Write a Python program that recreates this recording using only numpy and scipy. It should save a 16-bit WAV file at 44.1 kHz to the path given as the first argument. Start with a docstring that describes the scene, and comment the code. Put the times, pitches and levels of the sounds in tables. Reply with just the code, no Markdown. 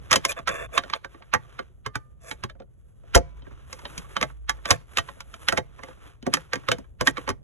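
"""A car's gear lever, worked by hand, close to a handheld microphone in the parked cabin.
Button and detent pawl click, ringing the plastic housing and console. The lever scrapes along its
gate, thumps into notches and once slams its end stop, booming the floor pan. The leather boot
rustles, the grip creaks and squeaks, the return spring rings. A faint rumble fills the cabin."""
import sys
import numpy as np
from scipy import signal
from scipy.fft import rfft, irfft, next_fast_len
from scipy.io import wavfile
from scipy.ndimage import map_coordinates

SR = 44100
rng = np.random.default_rng(int(sys.argv[2]) if len(sys.argv) > 2 else 0)


def output_pcm(signal):
    """Save a mono or channel-first signal as 16-bit PCM at the path in sys.argv[1].

    Samples are clipped to [-1, 1] before scaling.
    """
    pcm = np.clip(np.atleast_2d(signal).T, -1, 1) * 32767
    wavfile.write(sys.argv[1], SR, np.round(pcm).astype(np.int16))


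N = 327920

# plastic lever housing: mode_hz, level_db, t60_s
HOUSING_MODES = [(862, -1, .08), (1000, -4, .05), (1136, 1, .07), (1310, -1, .05), (1430, -4, .05),
                 (1577, -3, .07), (1733, -4, .06), (1887, -2, .07), (2120, -2, .06), (2360, -3, .045),
                 (2650, -5, .04), (3070, 1, .06), (3204, 1, .055), (3632, -1, .055), (3845, -2, .055)]
# console under the housing: mode_hz, level_db, t60_s
CONSOLE_MODES = [(205, -4, .09), (268, -4, .09), (373, -4, .09), (450, -5, .06), (544, 2, .09),
                 (690, 1, .08)]
SIDES = np.array([[.5], [-.5]])  # splits a left-right difference between the microphone ports


def amp(db):
    """Decibels to gain."""
    return 10 ** (np.asarray(db) / 20)


def unit(x):
    """Scale to rms 1."""
    return x / np.sqrt(np.mean(x ** 2) + 1e-20)


def along(points, hz):
    """Interpolate (hz, value) points on a log frequency axis."""
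    point_hz, values = np.transpose(points)
    return np.interp(np.log(hz + 1), np.log(point_hz + 1), values)


def timeline(points):
    """Interpolate (time_s, value) points at every sample."""
    return np.interp(np.arange(N) / SR, *np.transpose(points))


def wobble(rate_hz):
    """Smooth random curve, rate_hz knots a second."""
    knots = rng.standard_normal(int(N * rate_hz / SR) + 4)
    return map_coordinates(knots, [np.arange(N) * rate_hz / SR])


def filtered(x, response):
    """Apply a complex frequency response."""
    size = next_fast_len(N + SR // 2)
    return irfft(rfft(x, size) * response(np.fft.rfftfreq(size, 1 / SR)), size)[..., :N]


def band(x, lo_hz, hi_hz, order=3):
    """Causal band-pass."""
    return signal.sosfilt(signal.butter(order, [lo_hz, hi_hz], 'band', fs=SR, output='sos'), x)


def noise(size, apart):
    """Stereo noise: a common part plus an independent part per port."""
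    z = rng.standard_normal((3, size))
    return unit(z[0] + apart * z[1:])


def ring(modes, t, scatter_db=0, detune=0, apart=0):
    """Damped modes at random phases; apart is the phase scatter per port in radians."""
    hz, db, t60_s = np.transpose(modes)[:, :, None]
    z = rng.standard_normal((5, len(modes), 1))
    phase = 2 * np.pi * (hz * (1 + detune * z[0]) * t + z[1]) + apart * z[2:4]
    return (amp(db + scatter_db * z[4] - 60 * t / t60_s) * np.sin(phase)).sum(1)


def mode(hz, t, t60_s, apart):
    """One damped stereo mode, rms 1."""
    return unit(np.sin(2 * np.pi * hz * t + apart * rng.standard_normal((2, 1))) * amp(-60 * t / t60_s))


def add(track, start_s, sound):
    """Mix a sound into the track."""
    start = max(round(start_s * SR), 0)
    part = sound[:, :N - start]
    track[:, start:start + part.shape[1]] += part


def cabin_rumble():
    """Low cabin noise, with a wavering drone that swells midway."""
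    # rumble spectrum: freq_hz, gain_db
    spectrum = [(20, -9.5), (38, -2.5), (55, 7.5), (90, -2.5), (130, -2), (190, -15.5), (300, -24),
                (480, -23), (900, -37), (2000, -68.5)]
    # rumble envelope: time_s, level_db
    rumble_levels = [(0.0, -43.5), (0.25, -54), (0.64, -46.5), (0.93, -57.5), (2.53, -52), (2.8, -56.5),
                     (3.36, -48.5), (3.77, -52), (4.12, -50), (4.33, -55), (5.73, -52), (6.15, -54.5),
                     (6.52, -54), (7.44, -48.5)]
    # drone envelope: time_s, level_db
    drone_levels = [(3.1, -78), (3.25, -48), (3.7, -61), (4.0, -47.5), (4.55, -43), (4.9, -60.5),
                    (5.4, -73.5)]
    rumble = unit(filtered(noise(N, apart=1), lambda hz: amp(along(spectrum, hz))))
    drone_hz = 54 + .25 * wobble(3)
    drone = np.sin(2 * np.pi * np.cumsum(drone_hz) / SR)
    return amp(timeline(rumble_levels) + 3.5) * rumble + amp(timeline(drone_levels) + 4) * drone


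def rub_gains():
    """Rustle and hiss gains of the boot: each rub swells, holds and dies away."""
    # hand creasing the boot: start_s, end_s, rustle_db, hiss_db
    rubs = [(0.02, 0.379, -55, -70), (0.72, 0.944, -54, -71), (1.129, 1.45, -62, -77),
            (1.5, 1.63, -58.5, -76.5), (2.219, 2.478, -69.5, -84), (3.08, 3.657, -63.5, -85.5),
            (3.7, 3.822, -55.5, -64.5), (3.849, 4.025, -50.5, -60.5), (4.099, 4.296, -54.5, -65),
            (4.533, 4.822, -60, -71.5), (4.934, 5.133, -54, -63), (5.19, 5.366, -62, -69),
            (5.418, 5.56, -53, -60), (5.66, 5.78, -65, -83), (5.83, 6.106, -57, -71.5),
            (6.3, 6.42, -52.5, -66), (6.52, 6.787, -56, -72.5), (7.18, 7.23, -52, -66)]
    attack_s, release_s = .035, .04
    t = np.arange(N) / SR
    rustle, hiss = amp(-80.5), amp(-85)  # hand still
    for start_s, end_s, rustle_db, hiss_db in rubs:
        envelope = np.exp(-np.maximum(start_s - t, 0) / attack_s - np.maximum(t - end_s, 0) / release_s)
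        rustle = np.hypot(rustle, amp(rustle_db) * envelope)
        hiss = np.hypot(hiss, amp(hiss_db) * envelope)
    return rustle, hiss


def leather_boot():
    """The boot rustles and crinkles under the hand."""
    # leather rustle spectrum: freq_hz, gain_db
    spectrum = [(150, -3.5), (400, 4), (800, -2.5), (1200, 0), (2200, -4), (3500, -8.5), (4600, -21),
                (6000, -15.5)]
    rustle_gain, hiss_gain = rub_gains()
    creases = amp(2 * wobble(400) + 1.6 * wobble(35) + 1.7 * wobble(9))
    rustle = unit(filtered(creases * noise(N, apart=.13), lambda hz: amp(along(spectrum, hz))))
    hiss = unit(band(creases * noise(N, apart=.05), 8400, 16000))
    return amp(2.5) * rustle_gain * rustle + amp(15.5) * hiss_gain * hiss


def grip_creaks(count=110):
    """Tiny random taps of the shifting grip, louder while the leather rustles."""
    out, t = np.zeros((2, N)), np.arange(SR // 14) / SR
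    rustle_gain, _ = rub_gains()
    for when, size, brightness in rng.random((count, 3)):
        at = int(when * (N - 1))
        housing = unit(band(ring(HOUSING_MODES, t, scatter_db=4, detune=.03, apart=.5), 700, 2000, 2))
        console = unit(ring(CONSOLE_MODES, t, scatter_db=5, detune=.02, apart=.5))
        tap = (brightness * housing + (1 - brightness) * console) * (1 - np.exp(-t / .001))
        add(out, at / SR, rustle_gain[at] * amp(-6 + 10 * size ** 2) * tap)
    return out


def lead_in(t, pan_db, tick_db, snap_db):
    """A faint swell of hiss leads into each click, as bright as the click that follows."""
    grit = noise(len(t), apart=.067)
    low = amp(pan_db) * unit(band(grit, 980, 2500, order=2))
    mid = amp(tick_db) * unit(band(grit, 1100, 4500))
    high = amp(snap_db) * unit(band(grit, 4500, 15000))
    return ((low + mid + high) * amp(-18 - 60 * t / .033))[:, ::-1]


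def housing_blow(t):
    """A contact cracks, chatters and rings the housing."""
    crack = 3.5 * amp(-60 * t / .015) * noise(len(t), apart=.2)
    chatter = 1.05 * amp(-60 * t / .055) * noise(len(t), apart=.25)
    housing = .25 * ring(HOUSING_MODES, t, scatter_db=4, detune=.012, apart=.6)
    return (crack + chatter + housing) * (1 - np.exp(-t / .0004))


def console_knock(t, pitch_hz, rise_s=.0046):
    """The heavier console responds later; a deeper knock is also duller."""
    modes = ring(CONSOLE_MODES, t, scatter_db=4, detune=.021, apart=.81)
    panels = unit(band(modes, 100, 1.6 * pitch_hz, order=2))
    panels += 1.4 * mode(pitch_hz, t, t60_s=.085, apart=.4)
    padding = unit(band(noise(len(t), apart=.91), 140, 560) * amp(-60 * t / .11))
    return unit((1 - np.exp(-(t / rise_s) ** 2)) * (panels + .8 * padding))


def mount_thud(t, rise_s=.015):
    """Dull thud of a knock reaching the shifter's mount."""
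    # shifter mount: mode_hz, level_db, t60_s
    mount_modes = [(70, -4, 0.044), (90, 4, 0.11), (122, -7.5, 0.36), (148, -2, 0.27)]
    return unit((1 - np.exp(-t / rise_s)) * ring(mount_modes, t, scatter_db=2, detune=.045, apart=.4))


def clicks():
    """Button, pawl and gate contacts excite housing, console and mount."""
    # contacts: start_s, level_db, knock_db, tick_db, snap_db, console_hz, housing_hz
    contacts = [(0.11, -21, -18, -4.5, -2, 539, 1650), (0.115, -10.5, -20, -9, -9.5, 511, 1128),
                (0.128, -10.5, -16, -2, -4, 646.5, 1282), (0.137, -13.5, -15, -8, -10.5, 617.5, 1200),
                (0.158, -14.5, -10, 0, 0.5, 541, 1042), (0.25, -15.5, -15.5, -2.5, -3, 646.6, 1070),
                (0.318, -33, -20.5, 2.5, -5, 663.6, 1561), (0.389, -28.5, -12.5, -20.5, -21, 658, 1163),
                (0.474, -18, -22.5, -9, -13, 562.6, 1322), (0.48, -16.5, -21, -10, -15, 513.5, 1343),
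                (0.49, -23, -13.5, -16.5, -8.5, 657.4, 1359), (0.777, -9, -22, -7, -16, 699, 1094),
                (0.836, -33, -9, -8, -20, 614, 1443), (0.899, -30, -17.5, -7, -14, 684, 1123),
                (0.935, -16, -31, -7, -29.5, 683, 1167), (1.046, -27, -15.5, -14, -20, 543, 1552),
                (1.146, -41.5, -6, -17, -36, 339, 1150), (1.223, -43.5, -17, -8, -36, 626, 872.6),
                (1.337, -9, -22, -14.5, -16.5, 508, 1169), (1.347, -11.5, -19, -22, -25, 503, 848),
                (1.591, -23.5, -8.5, -13, -24.5, 517, 1451), (1.862, -21.5, -16.5, -11.5, -15, 429, 1085),
                (1.955, -18.5, -21.5, -13, -13.5, 279.4, 1512), (2.312, -24, -16.5, -7.5, -13, 470.6, 2225),
                (2.437, -22.5, -11.5, -10, -13, 215.5, 1068), (2.497, -37, -15.5, -8, -18.5, 617, 1690),
                (2.552, -56.5, 2.5, -21, -23.5, 539, 912), (2.6, -45.5, 4.5, -10.5, -19, 536, 834),
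                (2.62, -52.5, 3, -10.5, -23.5, 474, 1410), (3.036, -58.5, 2.5, -22, -20.5, 509, 992),
                (3.148, -11, -12, -3.5, -6, 426.5, 1388), (3.153, -12.5, -3.5, -11.5, 0, 455, 1603),
                (3.161, -14.5, -4, -7.5, -6, 512.7, 1010), (3.175, -22.5, -2, -8, -5.5, 491, 1207),
                (3.421, -53.5, -1, -1, -26, 280, 980), (3.467, -43, -1, -27.5, -38, 388.5, 1617),
                (3.51, -46.5, -5, -26.5, -32, 376, 928), (3.728, -33, -12.5, -4.5, -1, 510, 1110),
                (3.791, -38, -25.5, -12, -14, 606, 969), (3.853, -29.5, -12, -4.5, -23, 573, 975),
                (3.978, -39, -1.5, 7, 9.5, 206.3, 1025), (4.166, -15.5, -17, -9, -19, 532.5, 1130),
                (4.212, -21, -10, -7.5, -10, 505.5, 1153), (4.227, -13.5, -14, -9.5, -14.5, 624, 2088),
                (4.301, -41, -16.5, -28, -34, 210, 1117), (4.494, -12.5, -28, -8, -10, 528, 1714),
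                (4.655, -23, -13.5, -5.5, -12, 673, 1160), (4.706, -10, -14, -7.5, -2, 506.5, 1067),
                (4.71, -11.5, -14.5, -2.5, -6, 732, 1078), (4.971, -19.5, -16, 1.5, -2.5, 512, 1528),
                (4.984, -14, -18, -6.5, -10, 675, 1191), (5.088, -29, -18, -14, -30, 556, 1055),
                (5.205, -33, -30.5, -5, -7.5, 529, 1407), (5.34, -34, -16, -5.5, -13.5, 661, 1343),
                (5.485, -11, -21.5, -4.5, -9, 544, 1899), (5.524, -16.5, -7, -12, -12, 658, 1334),
                (5.574, -16, -11, -8.5, -11.5, 666, 2103), (5.58, -18.5, -8.5, -11, -15, 514, 875),
                (5.791, -36.5, -12.5, -21, -28, 520, 1020), (5.834, -30.5, -11, -12.5, -14.5, 530, 2074),
                (5.885, -39, -4.5, -13, -19, 516, 870), (6.226, -50, 9.5, 3.5, -2.5, 231, 1433),
                (6.266, -23.5, 2.5, -14, -13.5, 261.2, 1140), (6.338, -12.5, -16, -3.5, -2.5, 288, 1200),
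                (6.37, -24.5, -14, -13, -16, 524, 1751), (6.533, -15, -16, -10, -13.5, 500, 1595),
                (6.556, -26, -8, -9, -12, 269.6, 2150), (6.686, -15, -8.5, -8, -14, 518, 1261),
                (6.716, -14, -10, -4, -9, 493.4, 1528), (6.784, -40.5, 3.5, -13, -7, 263, 942),
                (7.01, -16.5, -8.5, -9.5, -9.5, 500, 1031), (7.072, -9.5, -22.5, -6, -8.5, 460, 1619),
                (7.077, -10, -15.5, -20, -32, 281.2, 1888), (7.17, -23.5, -12, -12.5, -23, 492, 2240),
                (7.18, -25, -13, -14, -20, 292, 1109), (7.277, -20, -10.5, -16.5, -23.5, 549, 1110),
                (7.29, -19, -12.5, -9.5, -10, 396, 1111), (7.301, -22.5, -9.5, -13, -14.5, 258, 1110)]
    out, t = np.zeros((2, N)), np.arange(SR // 6) / SR
    lead_t = t[:SR // 30]
    pan_db = -7.5 * SIDES  # lever nearer the right port
    for start_s, level_db, knock_db, tick_db, snap_db, console_hz, housing_hz in contacts:
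        blow = housing_blow(t)
        # the strike point decides which mode rings most
        main_mode = mode(housing_hz, t, t60_s=.046, apart=.21)
        clack = amp(-20.5 + pan_db) * unit(unit(band(blow, 780, 2100)) + .9 * main_mode)
        tick = amp(-14 + tick_db + .017 * pan_db) * unit(band(blow, 2200, 4500))
        snap = amp(-10.5 + snap_db) * unit(band(blow, 4000, 14000))
        knock = amp(-10.5 + knock_db + .1 * pan_db) * console_knock(t, console_hz)
        thud = amp(-23.5 + .77 * knock_db) * mount_thud(t)
        add(out, start_s, amp(level_db) * (clack + tick + snap + knock + thud))
        add(out, start_s - lead_t[-1], amp(level_db) * lead_in(lead_t, pan_db, tick_db, snap_db))
    return out


def notch_thumps(rise_s=.0028):
    """The lever seats in a notch under the hand's weight and jolts its mount."""
    # notch seatings: start_s, level_db, pitch_hz
    seatings = [(0.12, -36, 114.6), (1.357, -36.5, 96.3), (1.866, -35, 116.4), (1.961, -34, 120.1),
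                (2.442, -35, 121.7), (3.979, -36.5, 170.8), (4.714, -23.5, 98.6), (4.99, -32.5, 83.4),
                (5.537, -36.5, 125), (6.692, -32.5, 115.4), (7.014, -28, 124.7), (7.294, -32.5, 91)]
    out, t = np.zeros((2, N)), np.arange(SR // 6) / SR
    for start_s, level_db, pitch_hz in seatings:
        thump = unit((1 - np.exp(-t / rise_s)) * mode(pitch_hz, t, t60_s=.1, apart=.3))
        add(out, start_s, amp(level_db - 8.5) * thump)
    return out


def gate_slides():
    """Dense tiny slips excite the gate's resonances and hiss along its edge."""
    # lever strokes: start_s, end_s, scrape_db, hiss_db
    strokes = [(0.274, 0.333, -32.5, -26), (.362, .408, -34.5, -47), (.475, .52, -27, -43),
               (0.508, 0.577, -30.5, -38), (.555, 0.674, -35, -44), (.72, .79, -33.5, -37.5),
               (.935, 0.979, -42, -49), (2.199, 2.37, -49.5, -45.5), (2.28, 2.33, -45.5, -38.5),
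               (4.66, 4.77, -31.5, -34.5), (7.04, 7.119, -37, -32.5)]
    # gate resonances: centre_hz, width_hz, gain_db
    resonances = [(515, 90, 3), (670.3, 21, 9), (1130, 140, -3.5), (1830, 140, -5), (1670, 450, -6),
                  (2416, 390, -5), (2720, 97, -6.5), (3500, 67, -3.5), (3530, 220, -16)]

    def gate(hz):
        """Resonators summed with alternating sign."""
        return sum((-1) ** k * amp(db) * 1j * hz * width / (centre ** 2 - hz ** 2 + 1j * hz * width)
                   for k, (centre, width, db) in enumerate(resonances))

    t, scrape_gain, hiss_gain = np.arange(N) / SR, np.zeros(N), np.zeros(N)
    for start_s, end_s, scrape_db, hiss_db in strokes:
        envelope = np.sin(np.pi * np.clip((t - start_s) / (end_s - start_s), 0, 1))
        scrape_gain += amp(scrape_db) * envelope
        hiss_gain += amp(hiss_db) * envelope
    slips = noise(N, apart=.25) * amp(3.2 * wobble(600) + 1.7 * wobble(60))
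    return scrape_gain * unit(filtered(slips, gate)) + hiss_gain * unit(band(slips, 7000, 13000, order=2))


def grip_squeak(peak_s=.299, width_s=.009, pitch_hz=2440):
    """Brief stick-slip of plastic on plastic."""
    t = np.arange(N) / SR
    tone = np.sin(2 * np.pi * pitch_hz * t + .5 * wobble(180))
    grit = unit(band(noise(N, apart=.22), 2500, 12000, order=2))
    envelope = np.exp(-((t - peak_s) / width_s) ** 2)
    return amp(-25) * envelope * (tone + .17 * grit)


def return_spring():
    """The spring rings faintly after the button is released."""
    # spring plucks: start_s, level_db
    plucks = [(1.863, -56), (1.951, -55.5)]
    # spring coil: mode_hz, level_db, t60_s
    coil_modes = [(1206, 1, 0.5), (1770, -8, 0.43)]
    out, t = np.zeros((2, N)), np.arange(SR // 2) / SR
    for start_s, level_db in plucks:
        add(out, start_s, amp(level_db + 3) * ring(coil_modes, t))
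    return out


def end_stop(start_s=3.158):
    """The lever slams home: the floor pan booms, loose trim rattles, the rod rings on."""
    # floor pan: mode_hz, level_db, t60_s
    pan_modes = [(58, 0, .13), (80, -5, .11), (373, -9, .08), (530, -5, .11), (692, -4, .11),
                 (862, -8, .08), (1120, -8, .06)]
    # steel lever rod: mode_hz, level_db, t60_s
    rod_modes = [(1000, -48.5, 1), (2280, -49.5, .6)]
    out, t = np.zeros((2, N)), np.arange(SR // 2) / SR
    boom = ring(pan_modes, t, apart=.15) * (1 - np.exp(-t / .004))
    trim = unit(band(noise(len(t), apart=.6), 590, 910, order=2)) * amp(-60 * t / .062)
    add(out, start_s, amp(-6) * (boom + amp(-11.5) * trim + ring(rod_modes, t)))
    return out


def cabin_reverb(x, t60_s=.24):
    """Short, dull reflections of an upholstered cabin."""
    t = np.arange(SR // 3) / SR
    envelope = amp(-60 * t / t60_s) * (1 - np.exp(-t / .013))
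    tail = band(rng.standard_normal((2, len(t))), 150, 3200, order=1) * envelope
    return signal.fftconvolve(x, tail / np.linalg.norm(tail[0]), axes=1)[:, :N]


def scene():
    """Lever blows, their reflections, and quieter sounds favouring the right port."""
    # port balance: freq_hz, left_minus_right_db
    balance = [(100, -1), (280, 0.5), (500, -2.5), (800, 0.5), (1150, -11), (1800, 1.5), (2150, -0.5),
               (2700, 0.5), (4000, -1)]
    blows = clicks() + notch_thumps() + end_stop()
    quiet = return_spring() + gate_slides() + grip_squeak() + grip_creaks()
    quiet += leather_boot() + cabin_rumble()
    quiet = filtered(quiet, lambda hz: amp(SIDES * along(balance, hz)))
    return blows + amp(-37) * cabin_reverb(blows) + quiet


def record(dry):
    """Two spaced ports hear different phases; the treble is dulled and the loudest peaks clip."""
    # port phase difference: freq_hz, left_lead_rad
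    port_phase = [(40, 1.6), (120, 2.1), (250, 1.8), (400, 1.9), (650, 1.6), (1000, 1.6), (1400, .7),
                  (1700, 1.5), (2100, 2.25), (2600, 1.7), (3400, .8), (3900, 1.6), (4500, 3), (5400, 4),
                  (6300, 5.9), (7300, 6.6), (8800, 9.3), (9600, 10.3), (10300, 12.3), (11500, 12.9)]
    # treble roll-off: freq_hz, gain_db
    rolloff = [(3500, 0.5), (6000, 0.5), (8000, -8.5), (11500, -11.5), (12300, -32), (13000, -34)]
    top_hz, taper_hz = 12700, 500
    ports = filtered(dry, lambda hz: amp(along(rolloff, hz)) * np.exp(1j * SIDES * along(port_phase, hz)))
    return filtered(np.clip(ports, -.9, .9), lambda hz: np.clip((top_hz - hz) / taper_hz, 0, 1))


dry = scene()
out = record(dry)
output_pcm(out)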